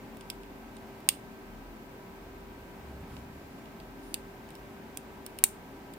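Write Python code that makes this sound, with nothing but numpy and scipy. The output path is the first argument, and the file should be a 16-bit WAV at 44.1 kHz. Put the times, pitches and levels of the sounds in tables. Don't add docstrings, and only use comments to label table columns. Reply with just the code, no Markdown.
import sys
import numpy as np
from scipy import signal
from scipy.fft import rfft, irfft
from scipy.io import wavfile
from scipy.ndimage import map_coordinates

SR = 44100
rng = np.random.default_rng(int(sys.argv[2]) if len(sys.argv) > 2 else 0)


def unload_wav(signal):
    wavfile.write(
        sys.argv[1],
        SR,
        np.round(np.clip(np.atleast_2d(signal).T, -1, 1) * 32767).astype(np.int16),
    )


N = 263718
TIME = np.arange(N) / SR


def undb(db):
    return 10 ** (np.asarray(db) / 20)


def unit_rms(x):
    return x / np.sqrt(np.mean(x ** 2))


def unit_energy(x):
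    return x / np.linalg.norm(x, axis=-1, keepdims=True)


def pan(db):
    return undb(np.array([[db], [-db]]) / 2)


def colour(x, curve):
    hz, db = np.transpose(curve)
    bins_hz = np.maximum(np.fft.rfftfreq(x.shape[-1], 1 / SR), 1)
    gain = undb(np.interp(np.log(bins_hz), np.log(hz), db))
    return irfft(rfft(x) * gain, x.shape[-1])


def band(x, low_hz, high_hz, order=4):
    return signal.sosfilt(signal.butter(order, [low_hz, high_hz], "band", fs=SR, output="sos"), x)


def noise(curve):
    return unit_rms(colour(rng.standard_normal(N), curve))


def drift(rate):
    return map_coordinates(rng.standard_normal(1024), [TIME * rate], order=3, mode="wrap")


def decay(t, t60):
    return np.exp(-np.log(1000) * t / t60)


# (frequency [Hz], level [dB], waver depth [ratio], left minus right [dB])
FAN_TONES = [(120, -65.5, 0.26, 4.5), (186.5, -65, 0.92, 0.5), (223.2, -59, 0.8, 7), (255, -66.5, .9, 9.5),
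             (274.9, -61, .9, 1), (391.5, -56.5, 0.2, -1), (972, -67.5, .35, 11.5), (1293, -69, 0.35, 0.5),
             (1566, -65, .15, 0.5)]
def fan(waver_rate=7, diffuse_hz=1100):
    out = 0
    for hz, db, depth, pan_db in FAN_TONES:
        waver = 1 + depth * (drift(waver_rate) + 1j * drift(waver_rate))
        ear_phase = np.array([[0], [min(hz / diffuse_hz, 1) * np.pi / 2]])
        phase = 2 * np.pi * (hz * TIME + rng.random()) + ear_phase
        tone = np.real(waver * np.exp(1j * phase))
        out = out + unit_rms(tone) * undb(db) * pan(pan_db)
    return out


# (centre [s], half length [s], level [dB])
SWELLS = [(0.48, 0.3, -55.5), (1.623, 0.2, -52), (2.42, 0.32, -55), (4.05, 0.35, -57)]
def drone(hz=42, wander_hz=2, waver_db=2.5, rest_db=-62):
    pitch_hz = hz + wander_hz * drift(2.4)
    tone = np.sin(2 * np.pi * np.cumsum(pitch_hz) / SR) * undb(waver_db * drift(16))
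    swells = sum(undb(db) * np.exp(-((TIME - centre) / half) ** 2) for centre, half, db in SWELLS)
    return unit_rms(tone) * np.hypot(swells, undb(rest_db))


# (frequency [Hz], gain [dB])
AIR_MID_EQ = [(25, -19), (40, -9.5), (75, -2), (105, -4.5), (290, 0.5), (480, -6.5), (850, -6.5),
              (1250, -15.5), (2300, -18), (3300, -25), (6000, -31.5), (12000, -36), (15500, -43.5)]
# (frequency [Hz], gain [dB])
AIR_SIDE_EQ = [(25, -13), (60, -10.5), (100, -6.5), (280, -7.5), (500, -3), (950, 1.5), (1400, -7.5),
               (2300, -5), (3300, -13), (6000, -19.5), (12000, -22), (15500, -22.5)]
def air(mid_db=-50, side_db=-57, drift_db=0.5):
    mid = undb(mid_db + drift_db * drift(3.25)) * noise(AIR_MID_EQ)
    side = undb(side_db) * noise(AIR_SIDE_EQ)
    return np.array([mid + side, mid - side])


def hiss(hz=14350, width_hz=800, db=-70, stereo_db=-7):
    white = rng.standard_normal(N) + undb(stereo_db) * rng.standard_normal((2, N))
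    peak = signal.iirpeak(hz, hz / width_hz, fs=SR)
    return undb(db) * unit_rms(signal.lfilter(*peak, white))


# (frequency [Hz], level [dB], t60 [s])
LOCK_MODES = [ (2340, -14, 0.011), (2670, -8.5, 0.0083), (2970, -12, 0.023), (3330, -10.5, 0.013),
              (3800, -11, 0.016), (4870, -13, .006), (5370, -11.5, .007), (7560, -10, 0.009),
              (8280, -10, .008), (8440, -12.5, 0.012), (9130, -2, 0.012), (9320, -4.5, 0.016),
              (9750, -13, 0.0082), (10800, -9, 0.0044), (11200, -8.5, 0.0077), (13200, -2, .007),
              (13400, -9, .007), (14100, 7, 0.0078), (15200, -8, 0.0074), (14500, 3, 0.0062), ]
def lock_ring(t, pin_hz, pin_db=-7, pin_t60=0.018, detune=0.004, ear_phase_rad=0.77):
    hz, db, t60 = np.transpose(LOCK_MODES + [(pin_hz, pin_db, pin_t60)])[:, :, None]
    hz = hz * (1 + detune * rng.standard_normal(hz.shape))
    lead = ear_phase_rad * (-1) ** np.arange(len(hz))[:, None]
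    partials = undb(db) * decay(t, t60) * np.sin(2 * np.pi * hz * t + np.array([lead, -lead]))
    return unit_energy(partials.sum(axis=1))


# (frequency [Hz], gain [dB])
CRACK_EQ = [(100, -24.5), (1500, -24.5), (2700, 4.5), (4900, 0.5), (6000, -14), (8500, 6), (12000, -2.5),
            (15500, -3.5)]
def crack(t, db=-3, t60=0.0091):
    burst = colour(rng.standard_normal((2, len(t))), CRACK_EQ) * decay(t, t60)
    return undb(db) * unit_energy(burst)


def knock(t, hz=480, db=-24.5, t60=0.0016):
    return undb(db) * unit_energy(np.cos(2 * np.pi * hz * t) * decay(t, t60))


def snap(body_db, edge_db, pin_hz, rebound_s, rebound_db):
    t = np.arange(SR // 16) / SR
    ring = lock_ring(t, pin_hz)
    strike = ring + crack(t)
    rebound = np.pad(ring + crack(t), ((0, 0), (int(rebound_s * SR), 0)))[:, :len(t)]
    hit = strike + undb(rebound_db) * rebound
    # (level [dB], from [Hz], to [Hz])
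    bands = ((body_db, 2100, 5800), (0, 5800, 11000), (edge_db, 11000, 17000))
    metal = sum(undb(db) * unit_energy(band(hit, low, high)) for db, low, high in bands)
    return metal + knock(t)


# (time [s], level [dB], body [dB], bright edge [dB],
# pin ring [Hz], left minus right [dB], rebound [dB])
PIN_HITS = [(0.1705, -36, -1, -1, 2930, -5, -8), (0.2095, -31.5, 4, -13, 4840, -1, -4),
            (0.3008, -15.5, 3, -3, 5100, -4, -21), (0.4334, -40, 7, -14.6, 2930, -6, -5),
            (0.767, -33, 1.5, -18, 4050, -5, 5), (1.004, -41, -1, -1, 2830, -1, -12),
            (1.0889, 6, -3, -4, 2760, -2, -13), (3.1667, -45, 18.5, -8.5, 2340, -3, -2),
            (3.6562, -48, 15.5, -3, 2860, -1.2, 1.5), (3.801, -40, 11.5, -3, 2950, -1, -15),
            (4.1421, -7, -1.5, -6, 8860, -2.5, -15), (4.4893, -38, 2, -10.3, 2970, -2, -8),
            (4.505, -32.5, 1, -4, 2660, -4, -14), (4.5526, -33, 2.5, -2, 5400, -3.8, -15),
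            (4.9727, -13.5, -8, -4, 2650, -3.5, -11), (5.2638, -19.5, -5, 0, 5460, -2.3, -12),
            (5.3869, -18, -2, -2, 3000, -1, 11), (5.4391, 10.5, -11, -3.5, 2756, -0.3, -25),
            (5.937, -30, -1, -1, 2900, -3.1, 1)]
def pins(rebound_at_0db_s=0.0007, doubling_db=36):
    out = np.zeros((2, N + SR))
    for time, db, body_db, edge_db, pin_hz, pan_db, rebound_db in PIN_HITS:
        rebound_s = rebound_at_0db_s * 2 ** (-db / doubling_db)
        hit = snap(body_db, edge_db, pin_hz, rebound_s, rebound_db)
        start = int(time * SR)
        out[:, start:start + hit.shape[1]] += hit * pan(pan_db) * undb(db)
    return out[:, :N]


# (frequency [Hz], gain [dB])
RUMBLE_EQ = [(35, -21.5), (54, -10.5), (67, 9), (90, -7), (145, -5), (260, -8), (450, -31.5), (1500, -26),
             (6000, -61.5)]
def rumble(peak_s=3.15, peak_db=-46, fall_3db_s=0.11, approach_stretch=1.67):
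    width_s = fall_3db_s * np.where(TIME < peak_s, approach_stretch, 1)
    distance = np.hypot(1, (TIME - peak_s) / width_s)
    return undb(peak_db) * noise(RUMBLE_EQ) / distance


def pressure(start, hold, attack_s=0.046, release_s=0.09):
    rise = (TIME - start) / attack_s
    fall = 1 - (TIME - start - attack_s - hold) / release_s
    return np.clip(np.minimum(rise, fall), 0, 1)


# (frequency [Hz], gain [dB])
RASP_EQ = [(1000, -10.5), (3000, -1), (5200, -1), (6600, -8), (7450, 0.5), (8300, -13), (10000, -7),
           (11500, -5), (15500, -21)]
# (start [s], hold [s], rasp [dB], singing blade [dB])
PICK_STROKES = [(3.06, 0.072, -64.5, -73), (3.26, 0.28, -70, -82), (3.99, 0.085, -68, -67.5)]
def pick(rest_db=-75.5, grain_db=1.5, grain_rate=130, blade_hz=(8900, 10100)):
    rubbing = sum(undb(db) * pressure(start, hold) for start, hold, db, _ in PICK_STROKES)
    singing = sum(undb(db) * pressure(start, hold) for start, hold, _, db in PICK_STROKES)
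    rubbing = np.hypot(rubbing, undb(rest_db))
    rasp = np.array([noise(RASP_EQ) for _ in range(2)]) * rubbing
    blade = unit_rms(band(rng.standard_normal((2, N)), *blade_hz, order=2)) * singing
    return (rasp + blade) * undb(grain_db * drift(grain_rate))


# (frequency [Hz], gain [dB])
ECHO_EQ = [(300, 2), (1500, 2.5), (3000, 2), (5500, 0), (7500, 0.5), (9000, 2.5), (10500, -3.5),
           (12500, -0.5), (15500, -1.5)]
def room(x, bench=(-14, 0.035, 0.0024), walls=(-18, 0.202, 0.0026)):
    t = np.arange(SR // 2) / SR
    out = x
    for db, t60, predelay_s in (bench, walls):
        scatter = colour(rng.standard_normal((2, len(t))), ECHO_EQ)
        echo = unit_energy(scatter * decay(t, t60) * (t > predelay_s))
        out = out + undb(db) * signal.fftconvolve(x, echo, axes=1)[:, :N]
    return out


def scene():
    return room(pins() + pick()) + fan() + drone() + air() + rumble() + hiss()


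def record(dry, top_hz=15800):
    low_pass = signal.ellip(8, 0.2, 70, top_hz, fs=SR, output="sos")
    return signal.sosfilt(low_pass, np.clip(dry, -1, 1))


dry = scene()
out = record(dry)
unload_wav(out)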